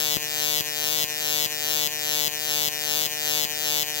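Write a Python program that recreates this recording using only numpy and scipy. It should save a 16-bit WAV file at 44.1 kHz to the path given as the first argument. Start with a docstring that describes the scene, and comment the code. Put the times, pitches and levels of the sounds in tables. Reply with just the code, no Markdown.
"""A workbench in a small room: an electric arc climbs two diverging wires, breaks at the top and
restrikes at the foot. Each supply pulse fires one sharp spark, 150 a second: a buzz that grows as
the arc lengthens and ends in a soft puff. Bench echoes lag more as the arc rises, so the buzz
phases. The left microphone is near, the right far and shaded. Room noise and a low hum lie behind."""
import sys
import numpy as np
from scipy import signal
from scipy.fft import rfft, irfft
from scipy.io import wavfile
from scipy.ndimage import uniform_filter1d

SR = 44100
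rng = np.random.default_rng(int(sys.argv[2]) if len(sys.argv) > 2 else 0)


def transcribe(signal):
    """Save signal, clipped to [-1, 1], as a 16-bit WAV file at the path in sys.argv[1]."""
    frames = np.atleast_2d(signal).T
    limited = np.clip(frames, -1, 1)
    pcm = np.round(limited * 32767).astype(np.int16)
    wavfile.write(sys.argv[1], SR, pcm)


N = 176400
DIFFUSE_LOW_CUT_HZ = 536  # clutter and room share of the buzz

# arc breaks at the top: time_s, relative_puff_db
BREAKS = [(0.17, -22), (0.612, -24), (1.046, -25.5), (1.465, -27.5), (1.878, -28), (2.284, -26),
          (2.684, -27), (3.069, -28.5), (3.454, -27.5), (3.834, -29.5)]


def sparks(count=602, rate_hz=150.225, drift_hz_per_s=.046):
    """One spark per supply pulse: time_s, height (0 foot, 1 top), gain."""
    # spark strength along the wires: height, level_db
    strength = [(0, -2.5), (.05, -6), (.13, -1), (.23, -2.5), (.42, 0), (.6, 3), (1, 3)]
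    first_spark_s, first_strike_s, last_break_s = .00213, -.28, 4.21
    restrike_lag_s, jitter_s, flicker_db = .00021, 2e-6, .4
    t = first_spark_s + np.arange(count) / rate_hz
    t = t - drift_hz_per_s * t ** 2 / (2 * rate_hz)
    ends_s = np.array([first_strike_s, *np.transpose(BREAKS)[0], last_break_s])
    climb, height = np.divmod(np.interp(t, ends_s, np.arange(len(ends_s))), 1)
    jitter, flicker, wobble = rng.standard_normal((3, count))
    wander = unit(uniform_filter1d(uniform_filter1d(wobble, size=9), size=7))  # no two climbs alike
    gain = amp(np.interp(height, *np.transpose(strength)) + flicker_db * flicker)
    return t + climb * restrike_lag_s + jitter_s * jitter, height + .022 * wander, gain


def arc(t, height, gain):
    """Stereo buzz; the far microphone hears each spark later, more so as the arc rises."""
    # echoes off the bench, wall and nearby objects: foot_delay_ms, top_delay_ms, gain
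    left_echoes = [(.17, .72, -.23), (.43, .99, .3), (.44, 1.06, .06), (.89, 1.35, -.07),
                   (1.24, 1.61, -.07), (1.5, 1.6, -.07), (1.8, 2.22, -.08), (5.04, 5.22, .1),
                   (5.105, 5.3, -.08), (5.45, 5.93, .07)]
    right_echoes = [(.97, 1.08, -.11), (1.22, 1.85, .08), (1.84, 1.98, -.13), (2.275, 2.545, -.15),
                    (2.73, 2.94, .13), (3.17, 3.44, .13), (4.24, 4.55, -.11), (4.51, 4.775, .11),
                    (4.94, 5.42, .12)]
    # spark spectrum: freq_hz, level_db
    left_spectrum = [(150, 3.5), (300, 1), (450, 0.5), (600, 0), (750, 0), (900, -1.5), (1050, -4.5),
                     (1250, -13.5), (1650, -6.5), (1950, -2), (2250, -3), (2450, -3), (3500, -1.5),
                     (4500, -1.5), (6200, 1), (7600, -1.5), (9300, -14), (11000, -5.5), (12800, -3),
                     (15700, -1)]
    right_spectrum = [(150, 1), (300, 0.5), (450, 3), (600, -2), (750, 0.5), (900, 3.5), (1050, -6.5),
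                      (1250, -11.5), (1650, -3), (1950, 4.5), (2250, -7.5), (2450, 5), (3500, 2),
                      (4500, -3), (6200, -13), (7600, -14.5), (9300, -15), (11000, -16), (12800, -14.5),
                      (15700, -0.5)]
    # colour change from short arc to long: freq_hz, gain_db
    left_swell = [(300, 2.5), (1000, -1), (2000, .3), (3400, 2.5), (6000, .3), (9500, 1), (14000, 2.5)]
    right_swell = [(300, 4.5), (1000, 3.5), (2000, -5.55), (3400, 3.5), (6000, 0), (9500, -12),
                   (14000, -12.5)]
    far_t = t + (.065 + .22 * height) / 1000
    left = buzz(t, height, gain, left_echoes, left_spectrum, left_swell, level_db=-21.5, room_db=-16)
    right = buzz(far_t, height, gain, right_echoes, right_spectrum, right_swell, level_db=-29, room_db=-12)
    return np.array([left, shade(right)])


def buzz(t, height, gain, echoes, spectrum, swell, level_db, room_db, smear=.19):
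    """Sparks reach one microphone directly, off the bench, off clutter and through the room."""
    slide = abs(height[:, None]) ** 1.15

    def arrive(paths):
        """Path delays slide with arc height."""
        foot_ms, top_ms, share = np.transpose(paths)
        delay_ms = foot_ms + (top_ms - foot_ms) * slide
        return clicks(t[:, None] + delay_ms / 1000, gain[:, None] * share)

    pulses = arrive([(0, 0, 1), *echoes]) + low_cut(arrive(clutter()), DIFFUSE_LOW_CUT_HZ)
    rise = np.interp(np.arange(N) / SR, t, height)
    dry = colour(pulses * (1 - rise), [spectrum]) + colour(pulses * rise, [spectrum, swell])
    dry = signal.lfilter([-smear, 1], [1, -smear], dry)  # all-pass
    tail = room(low_cut(dry, DIFFUSE_LOW_CUT_HZ))
    return amp(level_db) * unit(dry + amp(room_db) * tail)


def puffs(t, pitch_hz=185, width_hz=260, rise_s=.008, boost_db=13, right_db=-20, room_db=-19.5):
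    """The last sparks of an overstretched arc each push out a pulse of air; bigger puffs reach deeper."""
    age_s = np.arange(SR // 20) / SR
    push = -np.cos(2 * np.pi * pitch_hz * age_s) * np.exp(-np.pi * width_hz * age_s)
    smallest_db = min(db for _, db in BREAKS)
    dry = np.zeros(N)
    for break_s, db in BREAKS:
        before_s, kicks = t[t < break_s], np.zeros(N)
        kicks[(before_s * SR).astype(int)] = amp(db + boost_db) * np.exp((before_s - break_s) / rise_s)
        dry += low_cut(kicks, hz=80 * amp(.6 * (smallest_db - db)))
    dry = signal.oaconvolve(dry, push)[:N]
    return np.array([dry, amp(right_db) * dry]) + amp(room_db) * np.array([room(dry), room(dry)])


def clutter(count=48, spread_ms=9, shift_ms=.45, fade_ms=6, level_db=-16):
    """Weak echoes off scattered objects: foot_delay_ms, top_delay_ms, gain."""
    offset, shift, sign = rng.random((3, count))
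    foot_ms = .5 + spread_ms * (np.arange(count) + offset) / count
    top_ms = foot_ms + shift_ms * (.5 + shift)
    scatter = np.sign(sign - .5) * np.exp(-foot_ms / fade_ms)
    return np.c_[foot_ms, top_ms, amp(level_db) * scatter / np.linalg.norm(scatter)]


def shade(x):
    """Two bands reach the shaded microphone late: phase turns, level stays."""
    # delayed bands: centre_hz, width_hz
    detours = [(322, 60.5), (1300, 532)]
    for centre_hz, width_hz in detours:
        x = x - 2 * signal.lfilter(*signal.iirpeak(centre_hz, centre_hz / width_hz, SR), x)
    return x


def room(x, size=16384, gap_s=.0024):
    """Diffuse tail that dies sooner in the treble."""
    # room decay: freq_hz, t60_s
    decay = [(150, 0.64), (1000, 1), (5000, 0.22), (15000, 0.41)]
    taps = rng.standard_normal(size) * np.clip(np.arange(size) / SR / gap_s - 1, 0, 1)
    hz, t, bands = signal.stft(taps, SR, nperseg=256)
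    fade = amp(-60 * t / read(decay, hz)[:, None])
    tail = signal.istft(bands * fade, SR, nperseg=256)[1]
    return signal.oaconvolve(x, tail / np.linalg.norm(tail))[:N]


def background(air_db=-45, hum_hz=119.8, hum_db=-60.5):
    """Faint room noise and a steady low hum."""
    # room noise spectrum: freq_hz, density_db
    air = [(20, -35), (55, -9), (95, -6.5), (220, -7), (500, -8.5), (1200, -5), (5000, 2), (16000, -12.5)]
    hz = np.fft.rfftfreq(N, 1 / SR)
    shared, left, right = irfft(rfft(rng.standard_normal((3, N))) * amp(read(air, hz)), N)
    hum = np.sin(2 * np.pi * hum_hz * np.arange(N) / SR)
    return amp(air_db) * unit(shared + .4 * np.array([left, right])) + amp(hum_db) * unit(hum)


def clicks(times_s, gains, oversample=4):
    """Impulses at sub-sample times."""
    size = N * oversample
    at, gains = times_s.ravel() * SR * oversample, gains.ravel()
    inside = (at >= 0) & (at < size - 1)
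    whole, part, gains = at[inside].astype(int), at[inside] % 1, gains[inside]
    fine = np.bincount(whole, gains * (1 - part), size) + np.bincount(whole + 1, gains * part, size)
    return signal.resample_poly(fine, 1, oversample) * oversample


def colour(x, spectra, low_cut_hz=279, size=4096):
    """Minimum-phase filter: spectra in series, plus a bass roll-off."""
    hz = abs(np.fft.fftfreq(size, 1 / SR))
    roll_off = (hz ** 2 + 10) / (hz ** 2 + low_cut_hz ** 2)
    log_gain = np.log(amp(sum(read(points, hz) for points in spectra)) * roll_off)
    kernel = np.fft.ifft(np.exp(signal.hilbert(log_gain).conj())).real
    return signal.oaconvolve(x, kernel[:size // 2])[:N]


def low_cut(x, hz):
    """Second-order high-pass."""
    return signal.sosfilt(signal.butter(2, hz, "high", fs=SR, output="sos"), x + 1e-12)


def read(points, hz):
    """Table lookup on a log-frequency axis."""
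    freq_hz, value = np.transpose(points)
    return np.interp(np.log(hz + 1), np.log(freq_hz + 1), value)


def amp(db):
    """Decibels to gain."""
    return 10 ** (np.asarray(db) / 20)


def unit(x):
    """Scale to rms 1."""
    return x / np.sqrt(np.mean(x ** 2) + 1e-20)


def scene():
    """Arc and puffs over the background."""
    t, height, gain = sparks()
    return arc(t, height, gain) + puffs(t) + background()


def record(dry):
    """Steep low-pass."""
    edge_hz = 15900
    kernel = signal.firwin(511, edge_hz, window=("kaiser", 9), fs=SR)
    return signal.oaconvolve(dry, kernel[None], "same")


dry = scene()
out = record(dry)
transcribe(out)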